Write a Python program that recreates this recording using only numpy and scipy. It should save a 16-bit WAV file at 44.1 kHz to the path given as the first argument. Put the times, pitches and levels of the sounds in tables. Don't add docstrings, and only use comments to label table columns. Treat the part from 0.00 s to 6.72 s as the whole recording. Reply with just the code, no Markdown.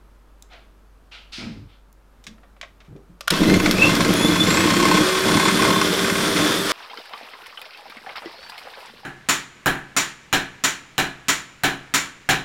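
import sys
import numpy as np
from scipy import signal
from scipy.fft import rfft, irfft
from scipy.io import wavfile
from scipy.ndimage import uniform_filter1d

SR = 44100
rng = np.random.default_rng(int(sys.argv[2]) if len(sys.argv) > 2 else 0)


def wav_out(sig):
    wavfile.write(sys.argv[1], SR, np.round(np.clip(np.atleast_2d(sig).T, -1, 1) * 32767).astype(np.int16))


N = 296352
T = np.arange(N) / SR

# start_s, target_speed_hz, lag_s
SPEED_STEPS = [(3.28, 186, .085), (3.6, 165, .1), (3.7, 238, .1), (3.89, 276, .18), (4.12, 310, .155),
               (4.29, 280, .07), (4.385, 395.5, .45)]
# frequency_hz, gain_db
HOUSING_RESPONSE = [(1000, 0), (2900, 0), (3150, 5), (3400, 9), (3490, 8), (3560, 1), (3900, -1), (9300, 1),
                    (11000, -2), (14000, -12)]
# multiple_of_rotation, level_db
GEAR_OVERTONES = [(4, -43), (8, -42), (9, -38.5), (13, -45), (14, -48), (15, -46), (18, -43), (19, -51),
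                  (20, -47), (21, -47), (22, -49), (23, -42), (25, -51), (26, -52), (27, -50), (30, -51)]
# multiple_of_bar_rate, level_db, timing_roughness_turns
COMMUTATOR_TONES = [(1, 0, .009), (2, -3, .003), (3, -5, .004)]
# multiple_of_bar_rate, motor_speed_hz, half_width_hz, boost_db
SQUEAL_SPEEDS = [(1, 174, 5, 13), (1, 220.5, 5, 29), (1, 290, 6, 13), (2, 322, 28, 11), (2, 382, 8, 9),
                 (3, 298, 24, 10)]
# motor_speed_hz, level_db
UNBALANCE_RESPONSE = [(150, -42), (250, -38), (310, -25), (350, -22.5), (379, -21.5), (391, -28)]
# frequency_hz, width_hz, gain_db
PANEL_MODES = [(2636, 14, 0)]
# frequency_hz, density_db_per_hz
RASP_SPECTRUM = [(240, -20.5), (400, -8.5), (425, -3), (588, -2), (777, -12), (1040, -4), (1490, -3.5),
                 (2800, -11.5), (3420, -4.5), (3930, -10.5), (5270, -11.5), (8240, -22), (9320, -20),
                 (14400, -47), (16000, -45)]
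# frequency_hz, width_hz, gain_db
BEATER_MODES = [(936, 40, -6), (1076, 60, 4), (1260, 100, -9), (1520, 90, -1), (1800, 160, -8),
                (2080, 100, -2), (2400, 200, -8), (3350, 250, -11), (4100, 200, -9), (5200, 500, -17),
                (6950, 150, -10)]
# frequency_hz, width_hz, gain_db
BATTER_MODES = [(110, 20, -3), (186, 26, 5.5), (230, 14, 2.5), (281, 30, -1), (312, 45, 1),
                (410, 27, -16.5), (441, 27, -9), (610, 120, -9)]
# time_s, level_db
CHATTER_LEVELS = [(3.36, -24), (3.65, -36), (3.85, -18), (4.4, -17), (4.85, -13), (5.1, -17), (5.35, -16.5),
                  (5.7, -17), (5.95, -44), (6.4, -33), (6.72, -40)]
# time_s, level_db
CHURN_LEVELS = [(3.32, -27.5), (3.39, -28.5), (3.4, -16.5), (3.57, -16.5), (3.59, -20.5), (4.2, -20.5),
                (4.26, -19.5), (4.3, -22), (5.0, -20.5), (5.13, -35.5), (5.32, -21.5), (5.57, -27),
                (5.6, -21.5), (5.9, -28), (6.34, -27.5), (6.41, -23.5), (6.67, -33.5), (6.72, -49)]
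# start_s, length_s, peak_db (nominal), favoured_hz, every_second_blade_db
GLASS_CONTACTS = [(3.336, .03, -13, 1120, 0), (3.431, .07, -14, 1800, 0), (3.538, .13, -9.5, 2000, -2),
                  (3.78, .08, -14, 2640, 0), (3.892, .02, -8, 955, 0), (4.004, .06, -10, 1400, -1),
                  (4.354, .02, -8.5, 1030, 0), (4.506, .33, -11, 1100, 0), (4.851, .14, -5.5, 940, -7),
                  (5.284, .215, -7.5, 1080, -1.5), (5.592, .24, -7, 1060, -4), (5.988, .27, -11, 1520, -7),
                  (6.361, .1, -11.5, 2080, -5)]
# start_s, peak_db, tilt_db_per_octave, decay_s
SWITCH_SNAPS = [(3.208, -21.5, 0, .004), (3.275, -22, -1.5, .005), (3.2795, -4, -1.5, .003),
                (3.3037, -7, .5, .004), (3.3057, -1.5, .5, .004), (3.711, -5, 1.5, .005),
                (3.952, -12, 4, .003), (4.137, -12.5, 5, .0025)]
# frequency_hz, density_db_per_hz
SNAP_SPECTRUM = [(180, -43), (300, -39), (593, -8), (978, -21), (1140, -7), (1410, -2), (2000, -14),
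                 (3400, -6), (4670, -13.5), (5160, -8), (7440, -21), (11900, -22), (16000, -36)]
# start_s, peak_db, tilt_db_per_octave, decay_s
PLASTIC_TAPS = [(.424, -31, 20.5, 0.0022), (.532, -40, 5.5, 0.0064), (1.928, -44, 25, 0.0013),
                (2.24, -36.5, 13, 0.008), (2.267, -24, 9, .012), (2.381, -47, -5, .004),
                (2.433, -42, -4.5, 0.012), (2.565, -41.5, -4, 0.0064), (2.613, -19, 7, 0.0046),
                (2.628, -27.5, 0, .011), (2.803, -42, 2, 0.015), (2.848, -49, 5, 0.023),
                (2.963, -49, 7, 0.0074)]
# frequency_hz, density_db_per_hz
TAP_SPECTRUM = [(240, -38), (400, -16), (660, 13.5), (828, -4), (1160, 10.5), (1310, 4), (2320, 8),
                (2700, 0.5), (3770, 1), (4130, -8), (6420, -14), (9520, -31), (15000, -49)]
# start_s, level_db, rise_s, hold_s, decay_s, tilt_db_per_octave, resonance_hz
SWISHES = [(0.493, -45, 0.042, 0.046, 0.053, -1.5, 650), (1.112, -42, .01, 0.047, 0.061, 1.5, 2900),
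           (1.319, -36, 0.012, 0.069, 0.072, 6, 5100), (1.386, -40.5, 0.0078, 0.046, 0.068, -3, 2300),
           (1.674, -59, 0.028, 0.079, 0.031, 0, 3300)]
# frequency_hz, density_db_per_hz
SWISH_SPECTRUM = [(290, -39), (500, -5.5), (718, -0.5), (1120, -6), (1270, 2.5), (1830, -2), (2250, 1.5),
                  (4050, -2.5), (4790, -8), (6500, -20), (9090, -29.5), (14000, -51)]
# start_s, length_s, level_db, level_change_db, start_pitch_hz, end_pitch_hz
GURGLE_SPELLS = [(1.38, .14, -32.5, 4, 247.6, 210), (1.434, .2, -34.5, -0.5, 117, 111.5),
                 (1.55, 0.094, -39, -17, 302, 272), (2.27, 0.065, -41.5, -2, 229, 205),
                 (2.88, 0.048, -34.5, -3, 149.4, 142), (2.912, 0.051, -40.5, 2.5, 298, 394),
                 (3.091, .02, -41, 0, 171, 176)]
# frequency_hz, density_db_per_hz
AIR_SPECTRUM = [(47, 5.5), (80, 0), (152, -4), (194, -1.5), (316, -4.5), (471, -6), (702, -9.5),
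                (839, -9.5), (1250, -8.5), (1950, -18), (7050, -29), (14000, -31), (16000, -39)]
# time_s, rms_db
HUM_LEVELS = [(0, -50.5), (1.5, -51), (2.1, -53), (3.2, -53), (4.5, -60)]

TURNS_PER_BLADE = 10.75
BARS = 12
FULL_SPEED_HZ = 395
AIR_DB, AIR_SLOPE_DB = -29.5, 3
SPARK_DB, SPARK_SLOPE_DB = -37.5, 2.5
GEAR_DB, GEAR_SLOPE_DB = 0, 9
BRUSH_DB, BRUSH_SLOPE_DB = -45, -8
PANEL_DB, PANEL_SLOPE_DB = -48, -8.5
RUMBLE_DB, RUMBLE_SLOPE_DB = -21.5, -7.5
CHURN_DB, RATTLE_DB, COASTING_DB = 3.5, -6.5, -9
UNBALANCE_DB, UNBALANCE_WAVER_DB, GEAR_ROUGH_TURNS = -1, 1.5, .002
KNOCK_SCATTER_DB, KNOCK_DECAY_S, KNOCK_HOLD_S, KNOCK_TOP_HZ = 1.5, 0.0044, 0.0046, 8800
GLUGS_PER_S, GLUG_DECAY_S, GLUG_SCATTER_OCTAVES, GLUG_SCATTER_DB = 27, 0.036, 0.062, -0.5
KITCHEN_DB, KITCHEN_HUM_HZ, TOP_HZ = -55.5, 48.3, 15900


def mixer():
    speed, coasting = motor_speed()
    octaves = np.log2(np.maximum(speed / FULL_SPEED_HZ, .4))
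    churn_db, = curves(CHURN_LEVELS)
    turns = np.cumsum(speed * (1 + .0006 * walk(25))) / SR
    blade = turns / TURNS_PER_BLADE
    power = np.clip((T - 3.305) / .01, 0, 1)
    shaking = rumble(blade, octaves, churn_db)
    motor = whine(turns, speed, octaves, coasting) + rasp(turns, octaves)
    return power * (motor + rattle(blade) + churn(blade, churn_db) + shaking) + knocks(blade)


def motor_speed():
    speed, goal = np.zeros((2, N))
    for s, hz, lag in SPEED_STEPS:
        i = int(s * SR)
        speed[i:] = hz + (speed[i] - hz) * np.exp(-T[:N - i] / lag)
        goal[i:] = hz
    coasting = uniform_filter1d((goal < speed) * 1., size=SR // 20)
    return speed, coasting


def whine(turns, speed, octaves, coasting):
    bounce = walk(220)
    commutator = np.zeros(N)
    for multiple, db, rough in COMMUTATOR_TONES:
        tone = partials(turns + rough * bounce, [(multiple * BARS, db)])
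        commutator += squeal(multiple, speed) * tone
    commutator *= undb(BRUSH_DB + BRUSH_SLOPE_DB * octaves + COASTING_DB * coasting + 2 * walk(160))

    gear = partials(turns + GEAR_ROUGH_TURNS * bounce, GEAR_OVERTONES)
    gear *= undb(GEAR_DB + GEAR_SLOPE_DB * octaves)

    unbalance_db = UNBALANCE_DB + np.interp(speed, *np.transpose(UNBALANCE_RESPONSE))
    unbalance = undb(unbalance_db + UNBALANCE_WAVER_DB * walk(34)) * np.sin(2 * np.pi * turns)

    panel = unit(ring(rng.standard_normal(N), PANEL_MODES))
    panel *= undb(PANEL_DB + PANEL_SLOPE_DB * octaves)
    return unbalance + colour(commutator + gear, HOUSING_RESPONSE) + panel


def partials(turns, orders):
    return sum(undb(db - .7 + 2.5 * walk(12)) * np.sin(2 * np.pi * k * turns) for k, db in orders)


def squeal(multiple, speed):
    gain = 1
    for k, hz, width, db in SQUEAL_SPEEDS:
        if k == multiple:
            gain = gain + undb(db) / (1 + ((speed - hz) / width) ** 2) ** 1.5
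    return gain


def rasp(turns, octaves):
    source = rng.standard_normal(N) + 0.7 * unit(grains(2500, 0.7))
    source *= (1 + 0.26 * np.cos(2 * np.pi * turns)) * undb(1.26 * walk(40))
    air = colour(source, RASP_SPECTRUM)
    air /= np.std(band(air, 4500, 14000))
    sparks = unit(band(grains(6000, 1.7), 8300, 13800))
    return air * undb(AIR_DB + AIR_SLOPE_DB * octaves) + sparks * undb(SPARK_DB + SPARK_SLOPE_DB * octaves)


def rattle(blade):
    chatter_db, = curves(CHATTER_LEVELS)
    load = .55 + np.exp(-(blade % 1) / .25) * undb(2 * walk(35))
    chatter = grains(3500, 2) * load
    return unit(band(ring(chatter, BEATER_MODES), 990, 8000)) * undb(chatter_db + RATTLE_DB)


def churn(blade, churn_db):
    stroke = 0.42 + np.exp(-(blade % 1) / 0.93)
    thuds = ring(grains(900, 0.81) * stroke, BATTER_MODES)
    return unit(band(thuds, 90, 523)) * undb(churn_db + CHURN_DB)


def rumble(blade, octaves, churn_db):
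    shake = np.sin(2 * np.pi * blade) + 0.85 * unit(band(rng.standard_normal(N), 8.2, 180))
    return unit(shake) * undb(churn_db + RUMBLE_DB + RUMBLE_SLOPE_DB * octaves)


def knocks(blade):
    out = np.zeros(N)
    for s, length, db, hz, second_db in GLASS_CONTACTS:
        first, last = np.interp([s, s + length], T, blade)
        times = np.interp(np.arange(first, last), blade, T)
        for k, at in enumerate(times):
            hit = knock(hz)
            strength_db = db + k % 2 * second_db + KNOCK_SCATTER_DB * rng.standard_normal()
            add(out, at, hit * undb(strength_db))
    return out


def knock(hz):
    contact = burst(KNOCK_DECAY_S, hold=KNOCK_HOLD_S) * np.minimum(T[:SR // 2] / .001, 1)
    hit = band(ring(contact, BEATER_MODES), 820, KNOCK_TOP_HZ)
    hit = hit + ring(hit, [(hz, hz / 3, 4)])
    return hit / (3.23 * np.std(hit[:SR // 80]))


def clicks(table, spectrum):
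    out = np.zeros(N)
    for s, db, tilt_db, decay in table:
        hit = colour(burst(decay), spectrum, tilt_db)
        add(out, s, hit / np.abs(hit).max() * undb(db))
    return out


def swishes():
    out = np.zeros(N)
    t = T[:SR // 2]
    for s, db, rise, hold, decay, tilt_db, hz in SWISHES:
        swish = colour(burst(decay, hold), SWISH_SPECTRUM, tilt_db)
        swish = swish + ring(swish, [(hz, hz / 6, 0)])
        swish /= np.std(swish[:int(hold * SR)])
        add(out, s, swish * np.minimum(t / rise, 1) * undb(db))
    return out


def gurgles():
    out = np.zeros(N)
    for s, length, db, change_db, hz, end_hz in GURGLE_SPELLS:
        for after in np.arange(0, length, 1 / GLUGS_PER_S):
            pitch, size = rng.standard_normal(2)
            part = after / length
            glug_hz = (hz + (end_hz - hz) * part) * 2 ** (GLUG_SCATTER_OCTAVES * pitch)
            add(out, s + after, glug(glug_hz) * undb(db + change_db * part + GLUG_SCATTER_DB * size))
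    return out


def glug(hz):
    t = T[:SR // 2]
    wobble = unit(band(rng.standard_normal(len(t)), hz * .5, hz * 1.25))
    swell = (1 - np.exp(-t / 0.0073)) * np.exp(-t / GLUG_DECAY_S)
    return swell * (np.sin(2 * np.pi * hz * t) + 0.7 * wobble)


def room(x, t60, wet_db):
    t = T[:SR // 2]
    tail = band(rng.standard_normal(len(t)), 213, 8000) * np.exp(-np.log(1000) * t / t60)
    tail *= t > .006
    return x + undb(wet_db) * signal.fftconvolve(x, tail / np.linalg.norm(tail))[:N]


def kitchen():
    hum_db, = curves(HUM_LEVELS)
    air = unit(colour(rng.standard_normal(N), AIR_SPECTRUM)) * undb(KITCHEN_DB + .5 * walk(5.2))
    return air + np.sqrt(2) * undb(hum_db) * np.sin(2 * np.pi * KITCHEN_HUM_HZ * T)


def undb(db):
    return 10 ** (np.asarray(db) / 20)


def unit(x):
    return x / np.sqrt(np.mean(x ** 2))


def curves(table):
    s, *columns = np.transpose(table)
    return [np.interp(T, s, c) for c in columns]


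def walk(rate):
    k = int(SR / rate)
    steps = np.repeat(rng.standard_normal(N // k + 1), k)
    return 1.56 * uniform_filter1d(uniform_filter1d(steps, k), k)[:N]


def colour(x, points, tilt_db=0):
    hz, db = np.transpose(points)
    octave = np.log2(np.maximum(np.fft.rfftfreq(2048, 1 / SR), 1))
    gain_db = np.interp(octave, np.log2(hz), db + tilt_db * np.log2(hz / hz[0]))
    cepstrum = irfft(np.log(undb(gain_db)))
    half = len(cepstrum) // 2
    cepstrum[1:half] *= 2
    cepstrum[half + 1:] = 0
    response = irfft(np.exp(rfft(cepstrum)))
    return signal.fftconvolve(x, response)[:len(x)]


def band(x, lo_hz, hi_hz):
    sections = signal.butter(2, [lo_hz, min(hi_hz, SR / 2 - 1)], "band", fs=SR, output="sos")
    return signal.sosfilt(sections, x)


def ring(x, modes):
    return sum(undb(db) * signal.lfilter(*signal.iirpeak(hz, hz / width, SR), x + 1e-18)
               for hz, width, db in modes)


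def grains(rate, spread_db):
    return (rng.random(N) < rate / SR) * rng.standard_normal(N) * undb(spread_db * rng.standard_normal(N))


def burst(decay, hold=0):
    t = T[:SR // 2]
    return rng.standard_normal(len(t)) * np.exp(-np.maximum(t - hold, 0) / decay)


def add(out, s, x):
    i = int(s * SR)
    out[i:i + len(x)] += x[:N - i]


def scene():
    close = mixer() + clicks(SWITCH_SNAPS, SNAP_SPECTRUM) + clicks(PLASTIC_TAPS, TAP_SPECTRUM)
    close = close + swishes() + gurgles()
    heard = room(close, t60=.28, wet_db=-15)
    return (heard + kitchen())[None]


def record(dry):
    lowpass = signal.ellip(10, .2, 70, TOP_HZ, fs=SR, output="sos")
    return signal.sosfilt(lowpass, np.clip(dry, -1, 1))


dry = scene()
out = record(dry)
wav_out(out)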